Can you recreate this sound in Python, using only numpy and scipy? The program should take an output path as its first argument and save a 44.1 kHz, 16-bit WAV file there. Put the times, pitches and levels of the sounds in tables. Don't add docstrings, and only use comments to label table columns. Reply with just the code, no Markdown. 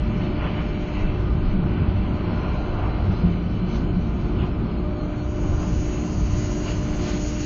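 import sys
import numpy as np
from scipy import signal
from scipy.fft import rfft, irfft, dct, next_fast_len
from scipy.io import wavfile
from scipy.ndimage import uniform_filter1d

SR = 44100
rng = np.random.default_rng(int(sys.argv[2]) if len(sys.argv) > 2 else 0)


def invert_db(x):
    u = np.asarray(x, float) / 20
    return 10 ** u


def int16_out(signal):
    q = np.round(np.clip(np.atleast_2d(signal).T, -1, 1) * 32767)
    wavfile.write(sys.argv[1], SR, q.astype(np.int16))


N = 328545
TIME = np.arange(N) / SR
MAINS_HZ = 50.055
CAMERA_SR = 16000


def curves(table):
    s, *columns = np.transpose(table)
    return [np.interp(TIME, s, c) for c in columns]


def colour(hz, table):
    table_hz, table_db = np.transpose(table)
    return np.interp(np.log(np.maximum(hz, 1)), np.log(table_hz), table_db)


def unit(x):
    return x / np.sqrt(np.mean(x ** 2))


def smooth_twice(x, size):
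    return uniform_filter1d(uniform_filter1d(x, size), size)


def walk(rate_hz):
    k = int(SR / rate_hz)
    held = np.repeat(rng.standard_normal(N // k + 1), k)
    return 1.3 * smooth_twice(held, k)[:N]


def bell(s, length_s):
    return np.exp(-.5 * ((TIME - s) / length_s) ** 2)


def swells(events):
    return sum(np.outer(row[1:-1], bell(row[0], row[-1])) for row in events)


def layers(table, edges_hz, levels_db, flicker_db, rate_hz, even=0.):
    size = next_fast_len(N)
    hz = np.arange(size // 2 + 1) * SR / size
    noise = rfft(rng.standard_normal(size)) * invert_db(colour(hz, table))
    above = [1 / (1 + (e / np.maximum(hz, 1)) ** 12) for e in edges_hz]
    out = 0
    for k, db in enumerate(levels_db):
        band = irfft(noise * above[k] * (1 - above[k + 1]), size)[:N]
        power = smooth_twice(band ** 2, SR // 20)
        band = band * (np.mean(power) / power) ** (even / 2)
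        out = out + band * invert_db(db - np.mean(db) + flicker_db * walk(rate_hz))
    return unit(out)


def tone(hz, wander_hz=0., rate_hz=4):
    cycles = np.cumsum(hz + wander_hz * walk(rate_hz)) / SR + rng.random()
    return np.sqrt(2) * np.sin(2 * np.pi * cycles)


def rumble():
    # start_s, sway_db, boom_db, length_s
    lurches = [(.05, -0.5, 2.5, 0.1), (.35, 2, 2.5, 0.11), (.87, -2, -7.5, .05), (1.06, 12, 2, .05),
               (1.3, 0, 4, 0.086), (1.52, 10, 2, 0.093), (1.88, 3.5, 5, .1), (2.48, 6.5, 4, 0.055),
               (2.63, 5.5, -4.5, 0.045), (2.74, 7, -0.5, 0.034), (2.87, 7, 6, .04), (2.99, 4, 1, .04),
               (3.08, 0.5, 8, 0.043), (3.26, 0.5, 8, 0.028), (3.49, -8, 5, 0.04), (3.78, 5.5, -1.5, 0.063),
               (4.0, 3, 0, .07), (4.43, -2, 5.5, 0.046), (4.84, -1.5, 4, .04), (5.25, -2, 4.5, 0.037),
               (5.52, 10.5, 8, .07), (5.76, 4.5, 11.5, .035), (6.06, -8.5, 0, 0.052), (6.35, 2, 6, 0.16),
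               (6.98, 6, 0, .05), (7.24, 3.5, -1.5, .05)]
    # start_s, level_db
    track = [(0, 2), (.9, -2), (1.2, 0), (2.1, 3), (2.8, -2.5), (3.3, 0), (4.45, 1), (5.2, -3.5),
             (5.55, -1), (5.85, -2), (6.4, -1.5), (7.45, -1.5)]
    boom_per_track, panel_per_boom = 0.28, 0.12
    sway_db, boom_db = swells(lurches)
    track_db = curves(track)[0]
    return [sway_db, boom_db + boom_per_track * track_db, track_db + panel_per_boom * boom_db]


def body():
    # freq_hz, level_db (per Hz)
    shell = [(12, -34), (24, -2.5), (32, -6.5), (58, 0), (78, -7.5), (97, -2), (112, -8), (140, -7.5),
             (160, -8.5), (180, -6.5), (214, -10.5), (225, -8), (240, -14.5), (290, -16.5), (450, -20.5),
             (600, -44.5)]
    # start_s, peak_db, pitch_hz, t60_s
    joints = [
        (1.544, -12, 185.6, 0.24),
        (1.815, -13, 155, 0.2),
        (3.086, -13, 186, 0.34),
        (3.235, -7, 176.6, 0.25),
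        (3.322, -21, 177, 0.17),
        (3.429, -17, 175, 0.22),
        (3.561, -17.5, 184.5, 0.21),
        (3.63, -18.5, 179, 0.16),
        (3.816, -10, 178.4, 0.18),
        (3.959, -11, 185, 0.15),
    ]
    out = invert_db(-22.5) * layers(shell, [14, 45, 125, 440], rumble(), flicker_db=-1.5, rate_hz=10, even=0.62)
    for s, db, hz, t60_s in joints:
        t = np.maximum(TIME - s, 0)
        attack = 1 - np.exp(-t / 0.0071)
        decay = np.exp(-np.log(1000) * t / t60_s)
        out += invert_db(db - 1.0) * attack * decay * np.sin(2 * np.pi * hz * t)
    return out


def rolling():
    # start_s, load_db, wall_nearness_db
    tyres = [(0, -2.5, 2), (.3, 1.5, 0.5), (.75, -1.5, 4.5), (1.05, 0.5, 0), (1.4, -1, -0.5),
             (2.0, 0.5, 0.5), (2.35, 3, -1), (2.65, 4, -2.5), (2.95, 3.5, -3), (3.28, 1, 0.5),
             (3.4, -2, -2.5), (4.0, -1, -2), (5.1, -0.5, -5), (5.75, -1.5, -2), (6.4, -2.5, -0.5),
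             (6.6, -2, 0), (7.1, 2, 1.5), (7.45, -5, 1)]
    # start_s, level_db, extra_treble_db, length_s
    pillars = [(.24, 2.5, 1, .04), (.45, 6.5, -2.5, .035), (.59, 4.5, -2, .03), (.97, 1.5, 1, .03),
               (1.49, -1, 2.5, 0.023), (1.78, 2, -1, 0.06), (2.45, 1.5, -1, .04), (2.84, 3, -1.5, 0.046),
               (3.15, 0, 2, 0.033), (3.75, 2, 5.5, 0.033), (4.43, 4.5, -0.5, 0.036), (5.48, 1, 1.5, 0.034),
               (5.62, 2.5, 1.5, 0.025), (6.69, 3, 5.5, .03), (7.11, -1, 6, 0.079), (7.4, 1, 3.5, 0.043)]
    per_load = (0.52, 1., 0.49, 0.55)
    per_wall = (0.0089, 0.01, 0.98, .4)
    per_pillar = (0.36, 1.1, 0.97, 0.33)
    per_treble = (0.013, 0.011, 0.16, 1.4)
    causes_db = np.vstack([curves(tyres), swells(pillars)])
    return np.array([per_load, per_wall, per_pillar, per_treble]).T @ causes_db


def wheels():
    # freq_hz, level_db (per Hz)
    tread = [(200, -35), (300, -3.5), (430, -8), (520, -10.5), (640, -10.5), (1000, -15), (1480, -18),
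             (1700, -24.5), (2350, -22.5), (3050, -25), (3700, -33), (4150, -29), (5000, -36.5),
             (5550, -39.5), (6200, -40), (7000, -57.5), (7600, -74)]
    # freq_hz, width_hz, level_db
    cabin = [(710.4, 22, -0.5), (1021, 30, 2.5), (1214, 40, 4), (1404, 21, -0.5), (1500, 21, 2.5),
             (2109, 24, 3), (2334, 40, 4), (2656, 24, 2.5), (2990, 40, 3)]
    roll = layers(tread, [300, 640, 1650, 3350, 7400], rolling(), flicker_db=0.8, rate_hz=12, even=0.32)
    rings = 0
    for hz, width_hz, db in cabin:
        b, a = signal.iirpeak(hz, hz / width_hz, SR)
        rings = rings + invert_db(db - 6.5 + 4.4 * walk(3)) * signal.lfilter(b, a, roll)
    return invert_db(-37) * (roll + rings)


def electrics():
    # start_s, level_db
    current = [(0, 0), (.9, -1), (1.4, -5), (2.05, -4.5), (2.25, -2.5), (2.85, -4), (3.3, -7.5), (4.0, -7),
               (4.2, -11.5), (4.35, -4), (4.65, -10.5), (4.85, 1.5), (5.6, -2.5), (5.95, -2), (6.3, -1.5),
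               (7.45, 1)]
    current_db = curves(current)[0]
    power_on_s, power_rise_db = 5.2, 3
    traction = np.clip((TIME - power_on_s) / 0.19, 0, 1)
    sixth_db = -35 + .6 * current_db + power_rise_db * traction
    twelfth_db = -40.5 + current_db
    slows_s, beat_hz, slower_beat_hz, depth = 3.5, 2., 1.82, .85
    beats = (TIME - slows_s) * np.where(TIME < slows_s, beat_hz, slower_beat_hz)
    beat_power = (1 + depth ** 2 - 2 * depth * np.cos(2 * np.pi * beats)) / (1 + depth) ** 2
    blade_db = -35.5 + 0.25 * (TIME - slows_s) + 10 * np.log10(beat_power)
    panel_db = 6 * bell(3.5, 0.23)
    third_db = -36 - 1.2 * current_db + panel_db + 3 * walk(5)
    return sixth_db, twelfth_db, blade_db, third_db


def hum():
    # start_s, level_db
    whine_level = [(0, -81.5), (2.3, -74), (2.45, -59.5), (2.8, -61.5), (3.15, -63), (3.45, -64.5),
                   (3.95, -62), (4.2, -82.5), (7.45, -81)]
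    fan_hz, fan_db, whine_hz = 59.6, -37, 4096
    sixth_db, twelfth_db, blade_db, third_db = electrics()
    sixth = invert_db(sixth_db - 1 + walk(25)) * tone(6 * MAINS_HZ, .6, 12)
    twelfth = invert_db(twelfth_db - 1 + walk(25)) * tone(12 * MAINS_HZ, .9, 12)
    blade = invert_db(blade_db - 1) * tone(fan_hz * 6, .7)
    third = invert_db(third_db - 9) * tone(fan_hz * 3, 3., 8)
    shaft = invert_db(fan_db + 2 * walk(2.9)) * tone(fan_hz, 2.)
    whine = invert_db(curves(whine_level)[0] + 2 * walk(40)) * tone(whine_hz, 10., 40)
    return sixth + twelfth + blade + third + shaft + whine


def passing():
    # start_s, freq_hz, width_hz, level_db, length_s
    swishes = [(0.41, 2580, 704, -48, 0.021), (0.987, 2400, 820, -46, 0.033),
               (1.464, 4530, 730, -59, 0.023), (3.743, 6020, 310, -58, 0.027),
               (4.42, 2980, 690, -46.5, .035), (6.695, 2840, 250, -44.5, 0.03),
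               (6.696, 4570, 607, -49.5, 0.023), (6.648, 2850, 120, -57.5, .25),
               (0.555, 2000, 885, -48.5, 0.037), (2.5, 2520, 760, -49, 0.094),
               (7.105, 2100, 650, -48, 0.063)]
    # start_s, pitch_hz, level_db, length_s
    chirps = [
        (2.92, 4020, -60, .02),
        (3.16, 3950, -59, .025),
        (4.78, 4230, -61, .015),
        (5.005, 4210, -55, .015),
        (5.21, 4300, -55, .02),
        (5.84, 4300, -59, .012),
        (6.03, 4220, -57, .025),
    ]
    out = 0
    for s, hz, width_hz, db, length_s in swishes:
        sos = signal.butter(2, [hz - width_hz / 2, hz + width_hz / 2], "band", fs=SR, output="sos")
        hiss = unit(signal.sosfilt(sos, rng.standard_normal(N)))
        out = out + invert_db(db) * bell(s, length_s) * hiss
    for s, hz, db, length_s in chirps:
        out = out + invert_db(db + 2 * walk(80)) * bell(s, length_s) * tone(hz, 12., 40)
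    return out


def choke():
    # start_s, level_db
    effort = [(0, -68), (.3, -67), (.44, -81.5), (.56, -66.5), (.81, -62.5), (1.3, -68.5), (1.9, -83.5),
              (2.03, -69.5), (3.6, -69), (4.25, -65.5), (4.75, -71.5), (5.44, -55.5), (5.77, -50),
              (6.27, -50), (6.43, -45.5), (6.87, -49.5), (7.2, -49), (7.45, -41.5)]
    # start_s, level_db, length_s
    surges = [
        (3.76, 5, 0.036),
        (6.68, 1, 0.055),
        (7.07, 5.5, .035),
        (7.26, 3, 0.02),
        (7.37, -5, 0.023),
    ]
    # freq_hz, level_db
    housing = [(1400, -6), (2000, -11.5), (2450, -15.5), (2850, -3.5), (3400, -14), (4300, -9.5),
               (5000, -9.5), (5500, -9), (5850, -8), (6300, -3), (6650, 1), (6950, -8.5), (7150, -8.5),
               (7500, -32.5)]
    # freq_hz, level_db
    loud_partials = [(4506, -65), (4807, -66), (4904, -66), (5103, -68), (5206, -67), (5308, -70),
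                     (5405, -68), (5507, -73), (5604, -68), (5706, -69), (5809, -61), (5905, -65),
                     (6008, -64), (6105, -63), (6207, -65), (6309, -61), (6406, -63), (6605, -55),
                     (6708, -58), (6804, -68), (6907, -65), (7106, -79), (7208, -71), (7305, -71),
                     (7413, -80), (1802, -64), (2002, -64), (2703, -64), (2803, -62)]
    peaks_db = {int(round(hz / MAINS_HZ)): db for hz, db in loud_partials}
    partials = 0
    for k in range(28, 149):
        hz = k * MAINS_HZ
        odd_loss_db = 9 * (k % 2)
        db = colour(hz, housing) - 60 - odd_loss_db + 3 * np.clip(rng.standard_normal(), -2, .5)
        swell_db = 4.5 * np.minimum(rng.standard_normal(60), 1)
        swell = np.interp(TIME, np.linspace(0, TIME[-1], 60), invert_db(swell_db))
        sine = np.sin(2 * np.pi * (hz * TIME + rng.random()))
        partials = partials + invert_db(peaks_db.get(k, db)) * swell * sine
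    buzz_db = curves(effort)[0] + swells(surges)[0]
    partials = unit(partials) * invert_db(0.61 * np.minimum(buzz_db + 58.0, 0))
    sizzle = layers(housing, [3460, 4500, 5500, 6500, 7500], [0, 0, 0, 0], flicker_db=3.0, rate_hz=20)
    return (partials + invert_db(-7.5) * sizzle) * invert_db(buzz_db + 3.0)


def scene():
    return (body() + wheels() + hum() + passing() + choke())[None]


def camera_rounding(x):
    # freq_hz, step_db
    least_step = [(3000, -60), (4500, -53), (4650, -48), (5200, -48), (5350, -50), (6500, -50), (6850, -53),
                  (7000, -44), (7150, -41), (7300, -39)]
    # freq_hz, step_over_level_db
    step_over = [(1000, -12), (2500, -5), (3100, -2), (3300, 4), (4500, 4), (4650, 4), (5200, 4), (5350, 3),
                 (6800, 2), (7000, 6)]
    m, grid, group = 1024, 851, 32
    count = len(x) // m + 3
    padded = np.concatenate([np.zeros(2 * m - grid), x, np.zeros(3 * m)])
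    window = np.sin(np.pi * (np.arange(2 * m) + .5) / (2 * m))
    blocks = padded[np.arange(count)[:, None] * m + np.arange(2 * m)] * window
    a, b, c, d = np.split(blocks, 4, axis=1)
    lines = dct(np.hstack([-c[:, ::-1] - d, a - b[:, ::-1]]), type=4, norm="ortho")
    hz = (np.arange(m) + .5) * CAMERA_SR / (2 * m)
    nearby = np.sqrt(np.mean(lines.reshape(count, -1, group) ** 2, axis=2)).repeat(group, axis=1)
    scatter = rng.standard_normal((count, m // group)).repeat(group, axis=1)
    scatter_db = np.where(hz > 6750, 5.5, 2.2) * scatter
    step = invert_db(colour(hz, least_step)) + nearby * invert_db(colour(hz, step_over))
    step = step * invert_db(scatter_db)
    lines = np.sign(lines) * np.floor(np.abs(lines) / step + .4) * step
    spread = .8 * lines + .42 * (np.roll(lines, 1, axis=1) - np.roll(lines, -1, axis=1))
    lines = np.where(hz > 5250, spread, lines) * (hz < 7450)
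    u, v = np.split(dct(lines, type=4, norm="ortho"), 2, axis=1)
    blocks = np.hstack([v, -v[:, ::-1], -u[:, ::-1], -u]) * window
    return (blocks[1:, :m] + blocks[:-1, m:]).ravel()[m - grid:][:len(x)]


def top_cut(x):
    return signal.sosfilt(signal.butter(12, 9100, fs=SR, output="sos"), x)


def record(dry):
    lead = 441 * 32
    overloaded = np.tanh(1.5 * dry[0]) / 1.5
    low = signal.resample_poly(np.pad(overloaded, lead, "reflect"), 160, 441)
    x = signal.resample_poly(camera_rounding(low), 441, 160)[lead:lead + N]
    sos = signal.butter(6, [8530, 8980], "band", fs=SR, output="sos")
    mirror = signal.sosfilt(sos, x * np.cos(2 * np.pi * CAMERA_SR * TIME))
    return top_cut((x + invert_db(-33) * mirror)[None])


dry = scene()
out = record(dry)
int16_out(out)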